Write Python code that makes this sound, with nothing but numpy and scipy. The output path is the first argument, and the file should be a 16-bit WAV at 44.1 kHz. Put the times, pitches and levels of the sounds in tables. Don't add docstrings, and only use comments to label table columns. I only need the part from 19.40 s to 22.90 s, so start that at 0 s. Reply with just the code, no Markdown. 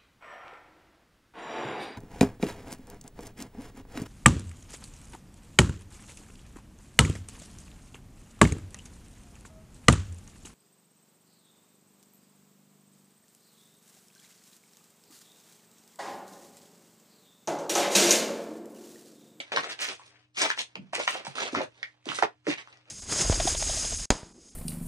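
import sys
import numpy as np
from scipy import signal
from scipy.fft import rfft, irfft
from scipy.io import wavfile
from scipy.ndimage import map_coordinates

SR = 44100
rng = np.random.default_rng(int(sys.argv[2]) if len(sys.argv) > 2 else 0)


def gain_from_decibels(decibels):
    exponent = np.asarray(decibels, float) / 20
    return 10 ** exponent


def digitize_waveform(pressure):
    field = np.atleast_2d(pressure).T
    bounded = np.clip(field, -1, 1)
    quanta = np.round(bounded * 32767).astype(np.int16)
    wavfile.write(sys.argv[1], SR, quanta)


N = 154350

# (time [s], swell [s], hold [s], level [dB], brightness [dB per octave])
HAND_STROKES = [(0.0, 0.0017, 0.004, -38, 1), (0.118, 0.0016, 0.044, -38.5, 0),
                (0.158, 0.0056, 0.046, -35, -0.9), (0.227, 0.0044, 0.044, -42, 0.5),
                (0.275, 0.027, 0.027, -43, 3), (0.381, 0.044, 0.28, -42, 6),
                (0.474, 0.012, 0.051, -40, -0.2), (0.632, 0.033, 0.043, -63, 4.5),
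                (0.949, 0.047, 0.12, -42, 6.5), (1.001, 0.025, 0.043, -29, 2),
                (1.082, 0.0016, 0.036, -39.5, 3.5), (1.161, 0.04, 0.017, -39, 3),
                (1.35, 0.0089, 0.012, -56.5, -11), (1.526, 0.0054, 0.01, -39, 1.5),
                (1.545, .003, .045, -40, 2), (1.593, .003, 0.089, -44, 4.5),
                (1.723, .02, 0.071, -41.5, 0.5), (1.976, 0.0014, 0.0214, -40.5, 0.5),
                (2.105, .02, .04, -53.5, 6), (2.213, 0.0044, 0.021, -44, 1.5),
                (2.787, .002, 0.014, -42.5, 1.5), (0.973, .003, .03, -37.5, 3),
                (1.671, 0.0021, 0.067, -39.5, 2.1), (1.846, 0.0022, 0.036, -46.5, 2.5),
                (1.951, 0.0036, 0.032, -43.5, 0), (1.998, 0.0075, 0.035, -35.5, -1),
                (2.143, 0.001, 0.107, -34, -5), (2.051, 0.0035, 0.033, -40, 0),
                (2.649, 0.055, 0.034, -46, 2.8), (2.738, 0.012, 0.056, -50, 7),
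                (2.821, 0.0051, 0.025, -35.5, -4.5), (3.053, 0.042, 0.045, -38.5, 1.1),
                (3.175, 0.0013, 0.047, -52, 1.1)]
# (time [s], level [dB])
HEAP_SETTLING = [(0, -66), (.6, -67.5), (.8, -71), (.92, -90), (1.25, -72), (1.5, -75.5), (1.9, -57),
                 (2.3, -76), (2.4, -66), (2.62, -82.5), (2.8, -78.5), (3.0, -83.5), (3.25, -67.5),
                 (3.38, -69), (3.45, -78), (3.5, -60.5)]
# (frequency [Hz], level per Hz [dB])
PAPER_SPECTRUM = [(170, -23), (300, -3.5), (600, 2), (1200, -4.5), (2500, 2.5), (5000, -12), (7000, -6.5),
                  (8800, -8)]
# (frequency [Hz], level per Hz [dB])
AIR_SPECTRUM = [(20, -4), (60, 6), (100, 7.5), (200, -11.5), (500, -19), (1500, -30), (5000, -38.5),
                (9000, -47)]
# (frequency [Hz], level [dB], wavering [dB])
HUM_PARTIALS = [
    (121.3, -66.5, -0.5),
    (303, -75, 1),
]
# (time [s], peak level [dB], ring [Hz], ring t60 [s])
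CREASE_SNAPS = [(0.119, -24, 686, 0.15), (0.161, -11, 1870, 0.019), (0.172, -10, 1046, 0.057),
                (0.242, -24.5, 1370, 0.045), (0.391, -23, 2800, 0.045), (0.419, -22, 3950, 0.093),
                (0.488, -19, 4670, 0.19), (0.595, -38, 1030, 0.24), (0.972, -33.5, 5260, 0.045),
                (1.018, -20, 1300, 0.05), (1.052, -20, 2100, 0.05), (1.102, -11.5, 1540, 0.02),
                (1.355, -19.5, 2700, 0.036), (1.533, -19.5, 750, 0.03), (1.553, -33.5, 3050, 0.067),
                (1.599, -23, 611, 0.034), (1.677, -8, 1500, 0.041), (1.853, -33.5, 990, 0.091),
                (1.868, -26, 730, 0.041), (1.956, -32.5, 1210, 0.073), (1.982, -21.5, 1260, 0.1),
                (2.149, -14, 1090, 0.06), (2.216, -35.5, 855, 0.05), (2.688, -31.5, 1180, 0.05),
                (2.717, -22, 1230, 0.028), (2.759, -31.5, 2940, 0.05), (2.786, -18.5, 1260, 0.03),
                (2.824, -12.5, 745, 0.069), (3.114, -21.5, 1690, 0.055), (3.182, -26, 1920, 0.062)]
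# (time [s], peak level [dB], centre [Hz], t60 [s])
FOLD_CRACKS = [(0.120, -20, 1500, 0.036), (0.163, -13, 3500, .015), (0.283, -41, 1460, 0.024),
               (0.313, -38, 2640, .04), (0.487, -22, 2500, .03), (0.959, -37, 5070, 0.024),
               (0.970, -28.5, 3020, .04), (1.030, -25.5, 920, 0.037), (1.061, -17, 1200, 0.021),
               (1.103, -15.5, 4060, .02), (1.113, -18, 2000, 0.038), (1.176, -21.5, 1200, 0.056),
               (1.191, -10.5, 2500, .04), (1.552, -25, 2000, .03), (1.678, -14.5, 3000, .02),
               (1.731, -26.5, 1710, .03), (1.954, -25, 4500, 0.028), (2.000, -29, 1530, 0.042),
               (2.051, -26, 3500, 0.069), (2.159, -15.5, 1190, .04), (2.216, -25, 1670, 0.045),
               (2.429, -21, 4500, 0.019), (2.656, -27, 6000, .03), (2.689, -16, 2500, 0.019),
               (2.787, -27, 2500, .015), (3.054, -47, 2000, .03), (3.068, -18.5, 1000, 0.043),
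               (3.095, -42.5, 3900, 0.031)]
# (time [s], peak level [dB], ring [Hz], ring t60 [s])
WALL_BUMPS = [(0.136, -28, 460, 0.12), (1.024, -31, 352, 0.14), (1.356, -38.5, 530, 0.075),
              (1.585, -32, 343, 0.15), (1.578, -26, 570, 0.074), (1.75, -24, 660, 0.043),
              (1.874, -36.5, 144, 0.072), (2.053, -30, 508, 0.34), (2.126, -24.5, 297, 0.34),
              (2.154, -42.5, 812, 0.14), (2.204, -19.5, 548, 0.06), (2.654, -38.5, 592, 0.18),
              (2.664, -27.5, 316, 0.53), (2.822, -11.5, 694, 0.052), (3.067, -19.5, 460, 0.069),
              (3.078, -18, 283, 0.046)]
# (time [s], peak level [dB], ring [Hz], ring t60 [s])
CARD_TAPS = [
    (2.429, -19, 1980, 0.14),
    (2.429, -30.5, 3600, 0.04),
    (1.016, -24, 11000, .05),
    (1.025, -25, 13000, 0.03),
]
# (time [s], peak level [dB], ring [Hz], ring t60 [s])
BOX_THUDS = [
    (1.362, -33, 165, 0.14),
    (1.57, -53.5, 110, .15),
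    (2.15, -35.5, 119, .2),
    (2.68, -39, 135.4, .2),
    (3.075, -36, 128, .2),
]
# (time [s], peak level [dB], centre [Hz], t60 [s])
WAD_KNOCKS = [
    (1.531, -32, 800, .03),
    (1.599, -20, 630, .04),
    (1.68, -16, 1450, 0.046),
    (2.786, -21.5, 700, .04),
    (2.825, -10.5, 900, .015),
    (2.834, -10.5, 1240, .04),
    (2.850, -31.5, 695, .05),
]
# (time [s], peak level [dB], centre [Hz], t60 [s])
REST_TICKS = [
    (3.274, -38, 1084, 0.06),
    (3.327, -37.5, 2160, 0.06),
    (3.372, -40.5, 5200, 0.05),
]
# (time [s], length [s], level [dB], frequency [Hz])
SHEEN_GLINTS = [(0.19, 0.035, -6.5, 14200), (0.322, .03, 1, 14500), (0.423, 0.023, 0, 15200),
                (0.452, 0.044, 5, 14140), (0.98, .02, 1.5, 15200), (1.061, .02, 4.5, 15840),
                (1.193, .03, -6, 14100), (1.698, 0.016, 6, 14600), (1.74, 0.035, 2, 15500),
                (2.003, .02, -1, 15100), (2.195, .05, -7, 15600)]

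SWELL_DEPTH_DB, RELEASE_DB_PER_S, SAG_DB_PER_S, TREBLE_FADES_FASTER = 28.5, 439.5, 37, 0.089
GRAINS_PER_S, GRAIN_SPREAD_DB, GRAIN_CYCLES = 5000, 3.5, 6.36
HISS_DB, CLUMP_DB, PATCH_DB = -4.5, 1.9, 4
AIR_DB = -71.5
ROOM_DB, ROOM_T60_S, ROOM_CUT_HZ = -5.5, 0.14, 13400
BLOW, JOLT, CRACK_T60_S = 4.35, 4, 0.012
LEFT_DB, PAN_WANDER_DB = -2.5, 4
PAPER_LAG_S, BOX_LAG_S, LAG_WANDER_S = 0.00018, 0.00018, 0.00004
MIC_LOW_HZ, MID_TOP_HZ, NOTCH_HZ = 125, 9188, 7300
TREBLE_HZ, TREBLE_DB = 6325, -10
SHEEN_HZ, SHEEN_DB = 13500, -12
SIDE_TOP_HZ, SIDE_SHEEN_DB = 11200, -14


def rms_one(x):
    return x / np.sqrt(np.mean(x ** 2) + 1e-20)


def at_hz(points, hz):
    table_hz, db = np.array(points).T
    return np.interp(np.log(hz), np.log(table_hz + 1), db)


def drift(rate):
    r = np.exp(-64 * np.pi * rate / SR)
    noise = rng.standard_normal(N // 32 + 1002)
    slow = signal.lfilter([1], [1, -2 * r, r * r], noise)[1000:]
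    return np.interp(np.arange(N) / 32, np.arange(len(slow)), rms_one(slow))


def ring(x, hz, t60):
    r, w = gain_from_decibels(-60 / (t60 * SR)), 2 * np.pi * hz / SR
    return signal.lfilter([1, 0, -1], [1, -2 * r * np.cos(w), r * r], x + 1e-18)


def colour(x, points):
    hz = np.fft.rfftfreq(x.shape[-1], 1 / SR) + 1
    return irfft(rfft(x) * gain_from_decibels(at_hz(points, hz)), x.shape[-1])


def rustle():
    t = np.arange(0, N + 32, 32) / SR
    start, swell, hold, db, tilt_db = np.transpose(HAND_STROKES)[:, :, None]
    rise = -SWELL_DEPTH_DB * np.clip(1 - (t - start) / np.maximum(swell, 0.001), 0, 9) ** 2
    sag = SAG_DB_PER_S * np.maximum(t - start - swell, 0)
    fall = RELEASE_DB_PER_S * np.maximum(t - start - swell - hold, 0) + sag
    settling = gain_from_decibels(2 * np.interp(t, *np.transpose(HEAP_SETTLING)))

    clump = drift(45)
    born = rng.random(N) < GRAINS_PER_S * gain_from_decibels(CLUMP_DB * clump) / SR
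    size = gain_from_decibels(GRAIN_SPREAD_DB * np.minimum(rng.exponential(1, N), 3))
    grains = born * size * rng.choice([-1, 1], N)
    dealt = rng.integers(0, 24, N)
    white = rng.standard_normal((2, N))
    out = 0
    for k, hz in enumerate(np.geomspace(170, 8800, 24)):
        octaves = np.log2(hz / 1500)
        fade = fall * (4.5 + TREBLE_FADES_FASTER * octaves)
        power = gain_from_decibels(2 * (db + rise + tilt_db * octaves - fade)).sum(axis=0) + settling
        gain = np.interp(np.arange(N) / SR, t, np.sqrt(power))
        buckles = rms_one(ring(grains * (dealt == k), hz, GRAIN_CYCLES / hz))
        hiss = rms_one(ring(white[k % 2], hz, 12.8 / hz))
        level = gain_from_decibels(at_hz(PAPER_SPECTRUM, hz) + PATCH_DB * drift(12)) * np.sqrt(hz / 1500)
        out = out + (buckles + gain_from_decibels(HISS_DB) * hiss) * gain * level
    return out * gain_from_decibels(CLUMP_DB * 0.5 * clump - 6)


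def background():
    air, t = rng.standard_normal((3, N)), np.arange(N) / SR
    hum = 0
    for hz, db, waver_db in HUM_PARTIALS:
        level = gain_from_decibels(db + 1 + waver_db * drift(2.1))
        hum = hum + level * np.sin(2 * np.pi * hz * t + waver_db / 4 * drift(10))
    return gain_from_decibels(AIR_DB) * rms_one(colour(air[0] + 0.6 * air[1:], AIR_SPECTRUM)) + hum


def room(x):
    t, hop, out = np.arange(SR // 4) / SR, SR // 10, np.zeros((2, N + SR))
    shape = gain_from_decibels(-60 * t / ROOM_T60_S) * np.clip(t / 0.0059 - 0.3, 0, 1)
    x = np.pad(x, (hop, 2 * hop))
    x = signal.lfilter([1], [1, -np.exp(-2 * np.pi * ROOM_CUT_HZ / SR)], x)
    for i in range(0, N + hop, hop):
        piece = x[i:i + 2 * hop] * np.hanning(2 * hop)
        tails = rng.standard_normal((2, len(t))) * shape
        wet = signal.fftconvolve([piece], tails, axes=1)
        out[:, i:i + wet.shape[1]] += wet
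    return out[:, hop:hop + N] / np.sqrt((shape ** 2).sum())


def hits(table, width, rise_s, crack_db):
    out, t = np.zeros(N + SR), np.arange(SR // 3) / SR
    for s, db, hz, t60 in table:
        push = rng.standard_normal((2, len(t)))
        strength = gain_from_decibels(-60 * t / max(t60, 0.01)) + BLOW * np.exp(-t / (3 * rise_s))
        force = push[0] * strength * np.minimum(t / rise_s, 1)
        force[int(rise_s * SR)] += JOLT * np.sqrt(SR / hz)
        mode_t60 = 1.4 / (width * hz)
        body = ring(ring(force, hz, mode_t60), hz, mode_t60)
        crack = signal.lfilter([1, -1], [1, -1.5, 0.54], push[1] * gain_from_decibels(-60 * t / CRACK_T60_S))
        hit = body / np.abs(body).max() + gain_from_decibels(crack_db) * crack / np.abs(crack).max()
        i = int(s * SR)
        out[i:i + len(t)] += gain_from_decibels(db) * hit
    return out[:N]


def crease_snaps():
    return hits(CREASE_SNAPS, width=0.35, rise_s=0.00045, crack_db=-4)


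def fold_cracks():
    return hits(FOLD_CRACKS, width=0.89, rise_s=0.00034, crack_db=-8.5)


def wall_bumps():
    return hits(WALL_BUMPS, width=0.35, rise_s=0.003025, crack_db=-14)


def card_taps():
    return hits(CARD_TAPS, width=0.15, rise_s=0.00057, crack_db=-12.5)


def box_thuds():
    return hits(BOX_THUDS, width=0.37, rise_s=0.014, crack_db=-49.5)


def wad_knocks():
    return hits(WAD_KNOCKS, width=0.75, rise_s=0.00074, crack_db=-26.5)


def rest_ticks():
    return hits(REST_TICKS, width=0.51, rise_s=0.00014, crack_db=-0.72)


def later(x, lag_s):
    return map_coordinates(x, [np.arange(N) - lag_s * SR], order=3)


def scene():
    paper = rustle() + crease_snaps() + fold_cracks() + card_taps() + wad_knocks() + rest_ticks()
    box = wall_bumps() + box_thuds()
    pan = gain_from_decibels(PAN_WANDER_DB * drift(1.1) / 2)
    paper_left = pan * later(paper, PAPER_LAG_S + LAG_WANDER_S * drift(6.6))
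    left = gain_from_decibels(LEFT_DB) * (paper_left + later(box, BOX_LAG_S))
    right = paper / pan + box
    return np.array([left, right]) + gain_from_decibels(ROOM_DB) * room(paper + box) + background()


def band_limit(x):
    return signal.sosfilt(signal.butter(12, 16250, fs=SR, output="sos"), x)


def record(dry):
    x = signal.sosfilt(signal.butter(2, MIC_LOW_HZ, "high", fs=SR, output="sos"), dry)
    dull = signal.lfilter(*signal.butter(2, TREBLE_HZ, fs=SR), x)
    x = gain_from_decibels(TREBLE_DB) * x + (1 - gain_from_decibels(TREBLE_DB)) * dull
    x = 0.25 * x + 0.75 * signal.lfilter(*signal.iirnotch(NOTCH_HZ, 14, SR), x)
    mid, side = (x[0] + x[1]) / 2, (x[0] - x[1]) / 2

    top = signal.sosfilt(signal.butter(6, SHEEN_HZ * 0.9, "high", fs=SR, output="sos"), mid)
    mid_sheen = 0
    for s, length, db, hz in SHEEN_GLINTS:
        window = np.exp(-((np.arange(N) / SR - s) / length) ** 4)
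        mid_sheen = mid_sheen + gain_from_decibels(db - 46) * ring(ring(top * window, hz, 0.005), hz, 0.005)
    mid = signal.sosfilt(signal.ellip(10, 1, 70, MID_TOP_HZ, fs=SR, output="sos"), mid)
    mid = mid + gain_from_decibels(SHEEN_DB) * mid_sheen

    side_sheen = signal.sosfilt(signal.butter(6, SIDE_TOP_HZ, "high", fs=SR, output="sos"), side)
    side = side + 0.9 * signal.lfilter(*signal.butter(2, 8500, "high", fs=SR), side)
    side = signal.sosfilt(signal.cheby2(8, 45, SIDE_TOP_HZ * 1.06, fs=SR, output="sos"), side)
    side = side + gain_from_decibels(SIDE_SHEEN_DB) * side_sheen * np.clip(drift(9), 0, 1.5) ** 2
    return band_limit(np.array([mid + side, mid - side]))


dry = scene()
out = record(dry)
digitize_waveform(out)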